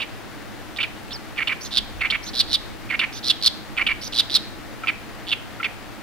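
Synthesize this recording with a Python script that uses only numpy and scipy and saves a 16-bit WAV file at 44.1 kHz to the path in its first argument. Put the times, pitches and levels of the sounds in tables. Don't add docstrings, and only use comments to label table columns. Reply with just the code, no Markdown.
import sys
import numpy as np
from scipy import signal
from scipy.fft import rfft, irfft
from scipy.io import wavfile
from scipy.ndimage import uniform_filter1d

SR = 44100
rng = np.random.default_rng(int(sys.argv[2]) if len(sys.argv) > 2 else 0)


def boost(x):
    u = np.asarray(x, float) / 20
    return 10 ** u


def wav_record(signal):
    frames = np.transpose(np.atleast_2d(signal))
    bounded = np.clip(frames, -1, 1)
    quanta = np.round(bounded * 32767).astype(np.int16)
    wavfile.write(sys.argv[1], SR, quanta)


N = 265526

# start in seconds, length in ms, level in dB, throat resonance in Hz, time to peak in ms.
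BARKS = [
    (1.7773, 15, -17, 3810, 2.2),
    (2.398, 18.6, -15, 4160, 4.8),
    (2.5375, 22.6, -17, 4080, 7),
    (3.2977, 18.2, -14, 3923, 4.2),
    (3.465, 15.7, -13, 4297, 12.6),
    (4.1929, 16.5, -14, 3965, 3.4),
    (4.3488, 24.3, -14, 4190, 3.7),
    (5.323, 15.6, -17.5, 3024, 3.9),
]


def rms_one(x):
    return x / np.sqrt(np.mean(np.abs(x) ** 2) + 1e-20)


def at_hz(points, hz):
    point_hz, point_db = np.transpose(points)
    return np.interp(np.log(hz + 1), np.log(point_hz + 1), point_db)


def shaped(gain):
    white = rng.standard_normal(2 * len(gain) - 2)
    return rms_one(irfft(rfft(white) * gain)[:N])


def drift(rate_hz):
    hz = np.fft.rfftfreq(2 ** 19, 1 / SR)
    return shaped(1 / (1 + (hz / rate_hz) ** 2))


def ring_down(pulses, width_hz):
    r = np.exp(-np.pi * width_hz / SR)
    return rms_one(signal.lfilter([1], [1, -2 * r, r * r], pulses))


def swell(size, rise_ms, fall_ms, power=0.67):
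    ms = (np.arange(size) + 0.5) * 1000 / SR
    shape = np.clip(ms / rise_ms, 0, 1) * np.clip(ms[::-1] / fall_ms, 0, 1)
    return rms_one(np.sin(np.pi / 2 * shape) ** power)


def distance():
    # frequency in Hz, density in dB per Hz.
    far_mid = [(15, -43), (25, -7.5), (76, -8.5), (108, -4.5), (177, -8), (208, -3), (273, -4), (304, -0.5),
               (368, -8), (809, -6), (927, -9.5), (1880, -9.5), (2600, -14.5), (14800, -38), (16500, -18.5)]
    far_side = [(15, -40), (25, -16), (74, -28), (92, 0.5), (114, 2), (154, -6), (172, -31), (202, -8.5),
                (266, -21), (304, -8.5), (510, -27.5), (687, -18.5), (2330, -24.5), (15200, -47),
                (16500, -58)]
    # frequency in Hz, left minus right in dB.
    far_pan = [(60, 5.5), (110, 1), (200, -7.5), (380, 9), (700, 1.5), (1290, 4.5), (2380, 0.5), (4400, 10),
               (8120, 2), (15000, 3)]
    # frequency in Hz, width in Hz, centre level in dB, side level in dB.
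    drone = [(109.3, 3.1, -59.5, -53.5), (216.3, 18, -55.5, -51.5), (306.3, 51, -52.5, -66),
             (487, 7.6, -72, -57)]
    hz = np.fft.rfftfreq(2 ** 19, 1 / SR)
    mid = boost(-40 + 0.5 * drift(22.0)) * shaped(boost(at_hz(far_mid, hz)))
    side = boost(-41) * shaped(boost(at_hz(far_side, hz)))
    for line_hz, width_hz, mid_db, side_db in drone:
        line = 1 / (1 + (2 * (hz - line_hz) / width_hz) ** 2)
        mid = mid + boost(mid_db) * shaped(line)
        side = side + boost(side_db) * shaped(line)
    pan = boost(at_hz(far_pan, np.fft.rfftfreq(N, 1 / SR)) / 2)
    return irfft(rfft([mid + side, mid - side]) * [pan, 1 / pan], N)


def wind():
    # time of gust in seconds, peak in dB.
    gusts = [(.03, -55), (.75, -51), (1.12, -46), (1.81, -38.5), (1.97, -38.5), (2.51, -38), (3.74, -46),
             (3.88, -37.5), (3.98, -42), (4.58, -44), (4.98, -49)]
    calm_db, rise_db_per_s, fall_db_per_s = -57, 150, 120
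    after_db, after_fall_db_per_s = -8.5, 12
    hz = np.fft.rfftfreq(2 ** 19, 1 / SR)
    gain = (hz / 22) ** 2 / (1 + (hz / 22) ** 2) / (1 + (hz / 50) ** 3)
    level_db = np.full(N, float(calm_db))
    for s, db in gusts:
        t = np.arange(N) / SR - s
        after = np.maximum(-fall_db_per_s * t, after_db - after_fall_db_per_s * t)
        level_db = np.maximum(level_db, db + np.where(t < 0, rise_db_per_s * t, after))
    return boost(level_db + 2.5) * np.array([shaped(gain), shaped(gain)])


def rasp(bursts, chest_db, snaps_per_s=520, jitter=0.35, breathy=0.15, spread_db=5.5, even=0.92, onset=0.37,
         side_db=-2.0, chest_width_hz=500):
    # multiple of throat frequency, width as a share of it, level in dB.
    windpipe = [(.96, 0.17, 1), (1.2, 0.24, -6.5), (.8, 0.14, -14), (1.05, 0.47, -12.5)]
    # frequency in Hz, width in Hz, level in dB.
    beak = [(4334, 1130, -9.5), (7810, 1900, -21.5), (10250, 3200, -17), (13500, 2200, -35)]
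    chest_hz = 1345
    out = np.zeros(N)
    count = len(bursts)
    gaps = SR / snaps_per_s * np.exp(jitter * rng.standard_normal((count, 40)))
    sizes = boost(spread_db * rng.standard_normal((count, 40)))
    chance = rng.random((count, 9, 40))
    air = rng.standard_normal((count, 2, 3000))
    for k, (start, ms, level_db, from_hz, to_hz, peak_ms) in enumerate(bursts):
        size = int(ms * 1.11 * SR / 1000)
        at = (np.cumsum(gaps[k]) - gaps[k, 0] + 0.0006 * SR).astype(int)
        keep = at < size
        throat = np.linspace(1.5 * from_hz - 0.5 * to_hz, 1.5 * to_hz - 0.5 * from_hz, size)
        gape_db = 22.6 * np.log2(from_hz / 4000)
        modes = [(m * throat, w * from_hz, db + side_db * (db < 0)) for m, w, db in windpipe]
        modes += [(np.full(size, hz), width_hz, db + gape_db) for hz, width_hz, db in beak]
        modes += [(np.full(size, chest_hz), chest_width_hz, chest_db - 0.56 * gape_db)]
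        note = 0
        for j, (hz, width_hz, mode_db) in enumerate(modes):
            drive = breathy * np.roll(air[k, 0] + 1j * air[k, 1], 97 * j)[:size]
            drive[at[keep]] += (sizes[k] * np.exp(2j * np.pi * chance[k, j]))[keep]
            carrier = np.exp(2j * np.pi * np.cumsum(hz) / SR)
            note = note + boost(mode_db) * ring_down(drive, width_hz) * carrier
        held = uniform_filter1d(np.abs(note) ** 2, size=130) + 0.05
        note = note.real / held ** (even / 2)
        note *= swell(size, 1.33, 1.9 + 1.1 * max(ms - peak_ms, 0))
        note *= onset + (1 - onset) * np.clip(np.arange(size) * 1000 / SR / peak_ms, 0, 1)
        first = round(start * SR)
        out[first:first + size] += boost(level_db - 0.65) * rms_one(note)
    return out


def burst_groups(notes, pattern):
    last_gap_ms = 19.9
    bursts = []
    for start, level_db, lift, *gaps in notes:
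        for gap, (fill, db, from_hz, to_hz, peak) in zip(gaps + [last_gap_ms], pattern):
            ms = fill * gap
            if start > -0.005:
                bursts.append((max(start, 0), ms, level_db + db, lift * from_hz, lift * to_hz, peak * ms))
            start, lift = start + gap / 1000, 1
    return bursts


def churrs():
    # share of the gap filled, level in dB, throat resonance at start in Hz,
    # the same at end in Hz, time to peak as a share of the length.
    rising_churr = [
        (0.92, -1.5, 2300, 2330, .25),
        (0.834, 0.072, 2620, 2950, 0.37),
        (1.11, 0.43, 2950, 2480, .1),
    ]
    soft_churr = [
        (.83, 0, 2592, 2330, 0.73),
        (.96, -2.5, 2223, 2160, 0.33),
        (1.01, 0.5, 2270, 2350, .36),
    ]
    sharp_churr = [
        (0.82, 3.5, 3040, 3200, 0.23),
        (1.28, 0, 2430, 2350, 0.17),
        (1.25, 0.6, 2320, 2370, 0.61),
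    ]
    chuck = [
        (0.73, -4, 2380, 2850, .26),
        (1.3, -1.5, 2620, 2550, 0.34),
        (0.97, -3.5, 2490, 2300, 0.1),
    ]
    # start in seconds, level in dB, pitch factor of the first burst,
    # first gap in ms, second gap in ms.
    rising = [
        (-.014, -26.5, 1.01, 12, 18.6),
        (.785, -23, 1.04, 14, 29.7),
    ]
    soft = [
        (1.3771, -22.5, 0.98, 24.7, 13),
        (2.0075, -21, 0.99, 25.2, 12.7),
        (2.8994, -22.5, 0.97, 20.1, 18.3),
        (3.774, -20, 1.015, 17, 18),
    ]
    sharp = [
        (1.4719, -24, 0.97, 18.8, 18.5),
        (2.1002, -23, 1.09, 20, 17.3),
        (2.9914, -22, 0.95, 19.8, 15),
        (3.8644, -22, 0.94, 20.8, 16),
    ]
    chucks = [
        (4.8711, -17, 1.02, 8.6, 8.4),
        (5.6286, -20, .98, 13, 9.6),
    ]
    return (burst_groups(soft, soft_churr) + burst_groups(sharp, sharp_churr)
            + burst_groups(rising, rising_churr) + burst_groups(chucks, chuck))


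def ports(x):
    bird_pan_db, right_lag_s = -4, 4.2e-5
    hz = np.fft.rfftfreq(N, 1 / SR)
    right = irfft(rfft(x) * np.exp(-2j * np.pi * hz * right_lag_s), N)
    return np.array([x * boost(bird_pan_db / 2), right * boost(-bird_pan_db / 2)])


def reeds(x):
    early_db, early_t60_s, late_db, late_t60_s = -9.5, 0.019, -14, 0.54
    t = np.arange(int(0.45 * SR)) / SR
    early = boost(early_db) * rms_one(boost(-60 * t / early_t60_s) * rng.standard_normal((2, len(t))))
    build_up = 1 - np.exp(-t / 0.0014)
    late = rms_one(boost(-60 * t / late_t60_s) * build_up * rng.standard_normal((2, len(t))))
    dull = signal.butter(2, 6000, fs=SR, output="sos")
    late = signal.sosfilt(dull, boost(late_db) * late)
    return signal.fftconvolve(x[None], (early + late) / np.sqrt(len(t)), axes=1)[:, :N]


def ticks():
    # start in seconds, length in ms, level in dB, throat resonance in Hz.
    small = [(.042, 8, -38, 2480), (.762, 2.8, -34, 3600), (0.7682, 11, -34, 3850), (0.847, 11, -35, 2500),
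             (1.107, 7.5, -37, 3370), (1.114, 19, -35.5, 3800), (1.36, 11, -43, 2780),
             (1.3716, 3.6, -33, 2550), (1.9946, 9.3, -42, 2690), (2.067, 8, -27, 2390),
             (2.4749, 15, -40, 3800), (2.8911, 6.1, -36, 2560), (3.7668, 4.2, -31, 2570),
             (4.8612, 5.2, -36, 2420)]
    peak = 0.23
    return [(s, ms, db, hz, hz, peak * ms) for s, ms, db, hz in small]


def whistle():
    # time in seconds, pitch in Hz, level in dB.
    glide = [
        (1.127, 2600, -46),
        (1.1295, 2920, -37),
        (1.132, 5530, -35),
        (1.14, 5540, -38),
        (1.15, 5120, -38),
        (1.16, 4580, -40),
        (1.166, 4430, -41),
        (1.169, 4300, -60),
    ]
    s, hz, level_db = np.transpose(glide)
    t = np.arange(N) / SR
    phase = 2 * np.pi * np.cumsum(np.interp(t, s, hz) + 90 * drift(680)) / SR
    throb_db = 2.1 * np.cos(2 * np.pi * 105 * (t - 1.139))
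    tone = np.sin(phase) + 0.06 * np.sin(2 * phase)
    return boost(np.interp(t, s, level_db, -120, -120) + 6 + throb_db) * tone


def trills():
    # start in seconds, level in dB, top pitch in Hz, widest drop in Hz, sweeps per second.
    sweeps = [
        (1.608, -31.5, 6530, 2680, 123),
        (2.228, -36.5, 6460, 2600, 103),
        (3.124, -34.5, 6390, 2850, 125),
        (4.011, -31.5, 6200, 2620, 112),
    ]
    trill_ms = 71
    out = np.zeros(N)
    tempo, depth, flutter, grit = drift(40), drift(40), drift(160), drift(540)
    for start, level_db, top_hz, drop_hz, per_s in sweeps:
        first, size = round(start * SR), int(trill_ms * SR / 1000)
        span = slice(first, first + size)
        cycle = np.cumsum(per_s * (1 + 0.1 * tempo[span]) / SR) % 1
        fall = 0.5 - 0.5 * np.cos(np.pi * np.where(cycle < 0.65, cycle / 0.73, (1 - cycle) / 0.63))
        arch = 1 - 0.16 * np.abs(np.linspace(-1, 0.8, size)) ** 1.5
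        reach = np.clip(0.7 + 0.25 * depth[span], 0.2, 1.1)
        hz = top_hz * arch - drop_hz * fall ** 2 * reach + 240 * grit[span]
        loud = boost(level_db - 9.9 * (cycle > 0.7) - 2.1 * fall + 2.0 * flutter[span])
        phase = 2 * np.pi * np.cumsum(hz) / SR
        out[span] += loud * swell(size, 8.5, 2.7) * (np.sin(phase) + boost(-11) * np.sin(2 * phase))
    return out


def undertones():
    # start in seconds, length in ms, level in dB, throat resonance at start in Hz, at end in Hz.
    hoarse = [
        (1.645, 30, -39, 4200, 3960),
        (2.262, 40, -37, 3980, 4370),
        (3.15, 45, -41, 3840, 3970),
        (4.016, 20.5, -44, 3150, 3300),
        (4.041, 42, -41, 3830, 3970),
    ]
    peak = 0.48
    return [(s, ms, db, from_hz, to_hz, peak * ms) for s, ms, db, from_hz, to_hz in hoarse]


def rattles():
    # first snap in seconds, gap in ms, level in dB, throat resonance in Hz.
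    snaps = [
        (1.708, 3.9, -37.5, 3900),
        (2.3334, 4.4, -34, 3900),
        (2.488, 6.4, -34.5, 4130),
        (3.2287, 4.4, -36, 3950),
        (3.4136, 5, -31, 3900),
        (4.1237, 3.7, -31.5, 3830),
        (4.2976, 5.4, -26, 3770),
        (5.2686, 5.3, -33.5, 3360),
    ]
    snap_counts = [6, 3, 4, 4, 1, 4, 2, 4]
    # last pulse in seconds, its level in dB, level the run climbs to in dB, gap in ms,
    # throat resonance in Hz.
    runs = [
        (1.77, -15, -22, 8, 3890),
        (2.3909, -20, -22.5, 8, 4150),
        (2.529, -18, -25, 6.6, 4174),
        (3.29, -22, -20, 7.7, 4250),
        (3.4592, -13.5, -20, 8.6, 4260),
        (4.185, -15.5, -21, 8.4, 4046),
        (4.3404, -19, -24, 6.7, 4220),
        (5.315, -20.5, -26, 8.9, 3600),
    ]
    run_pulses = [5, 6, 2, 6, 4, 5, 4, 3]
    pause_ms, crescendo_db_per_pulse, pulse_fill, pulse_peak_ms, last_pulse_ms = 8.8, 1.54, 0.65, 2.6, 6.5
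    uneven_gap, uneven_db, uneven_pitch = 0.085, 0.9, 0.026
    snap_ms, snap_gain_db = 1.87, 2.3
    bursts = []
    chance = np.clip(rng.standard_normal((len(runs), 2, 10, 4)), -2, 2)
    for (last, last_db, run_db, gap, hz), bark, count, luck in zip(runs, BARKS, run_pulses, chance[:, 0]):
        for k in range(count):
            start = last - (pause_ms + gap * (k + uneven_gap * luck[k, 0] * (k > 0))) / 1000
            from_hz, to_hz = hz * (1 + uneven_pitch * luck[k, 2:])
            db = run_db - crescendo_db_per_pulse * k + uneven_db * luck[k, 1]
            bursts.append((start, pulse_fill * gap, db, from_hz, to_hz, pulse_peak_ms))
        bark_hz = bark[3]
        bursts.append((last, last_pulse_ms, last_db, 1.03 * bark_hz, bark_hz, pulse_peak_ms))
    for (first, gap, db, hz), count, luck in zip(snaps, snap_counts, chance[:, 1]):
        for k in range(count):
            start = first + gap * (k + uneven_gap * luck[k, 0] * (k > 0)) / 1000
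            bursts.append((start, snap_ms, db + snap_gain_db * k, hz, hz, snap_ms / 3))
    return bursts


def barks():
    sag, shudder_db, shudder_ms, wait_ms = 0.92, -21, 10, 3.3
    bursts = []
    for s, ms, db, hz, peak_ms in BARKS:
        bursts.append((s, ms, db, hz, sag * hz, peak_ms))
        shudder_s = s + (ms + wait_ms) / 1000
        bursts.append((shudder_s, shudder_ms, db + shudder_db, 0.83 * hz, 0.8 * hz, 1.5))
    return bursts


def grunts():
    # start in seconds, level in dB.
    lead_ins = [
        (4.834, -34.5),
        (5.598, -35.5),
    ]
    ms, from_hz, to_hz, peak_ms = 17, 2330, 2500, 4.1
    return [(s, ms, db, from_hz, to_hz, peak_ms) for s, db in lead_ins]


def scene():
    low = rasp(churrs() + ticks(), -25)
    high = rasp(rattles() + barks() + undertones(), -26.0, snaps_per_s=610, breathy=0.089, spread_db=0.0,
                even=0.69, onset=0.61, side_db=-0.5)
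    chesty = boost(5.0) * rasp(grunts(), -2.3, even=1.0, chest_width_hz=144)
    song = low + chesty + high + trills() + whistle()
    return ports(song) + reeds(song) + distance() + wind()


def band_limit(x):
    return signal.sosfilt(signal.butter(12, 16810, fs=SR, output="sos"), x)


def record(dry):
    hiss_db, cutoff_hz = -53, 15950
    hiss = boost(hiss_db) * rng.standard_normal(dry.shape)
    tallness = np.tanh((dry / 0.85) ** 3) ** 2
    rounded = tallness * (0.7 * np.tanh(dry / 0.7) - dry) + dry
    top_cut = signal.cheby2(16, 60, cutoff_hz + 250, fs=SR, output="sos")
    mix = signal.sosfilt(top_cut, rounded + hiss)
    return band_limit(mix)


dry = scene()
out = record(dry)
wav_record(out)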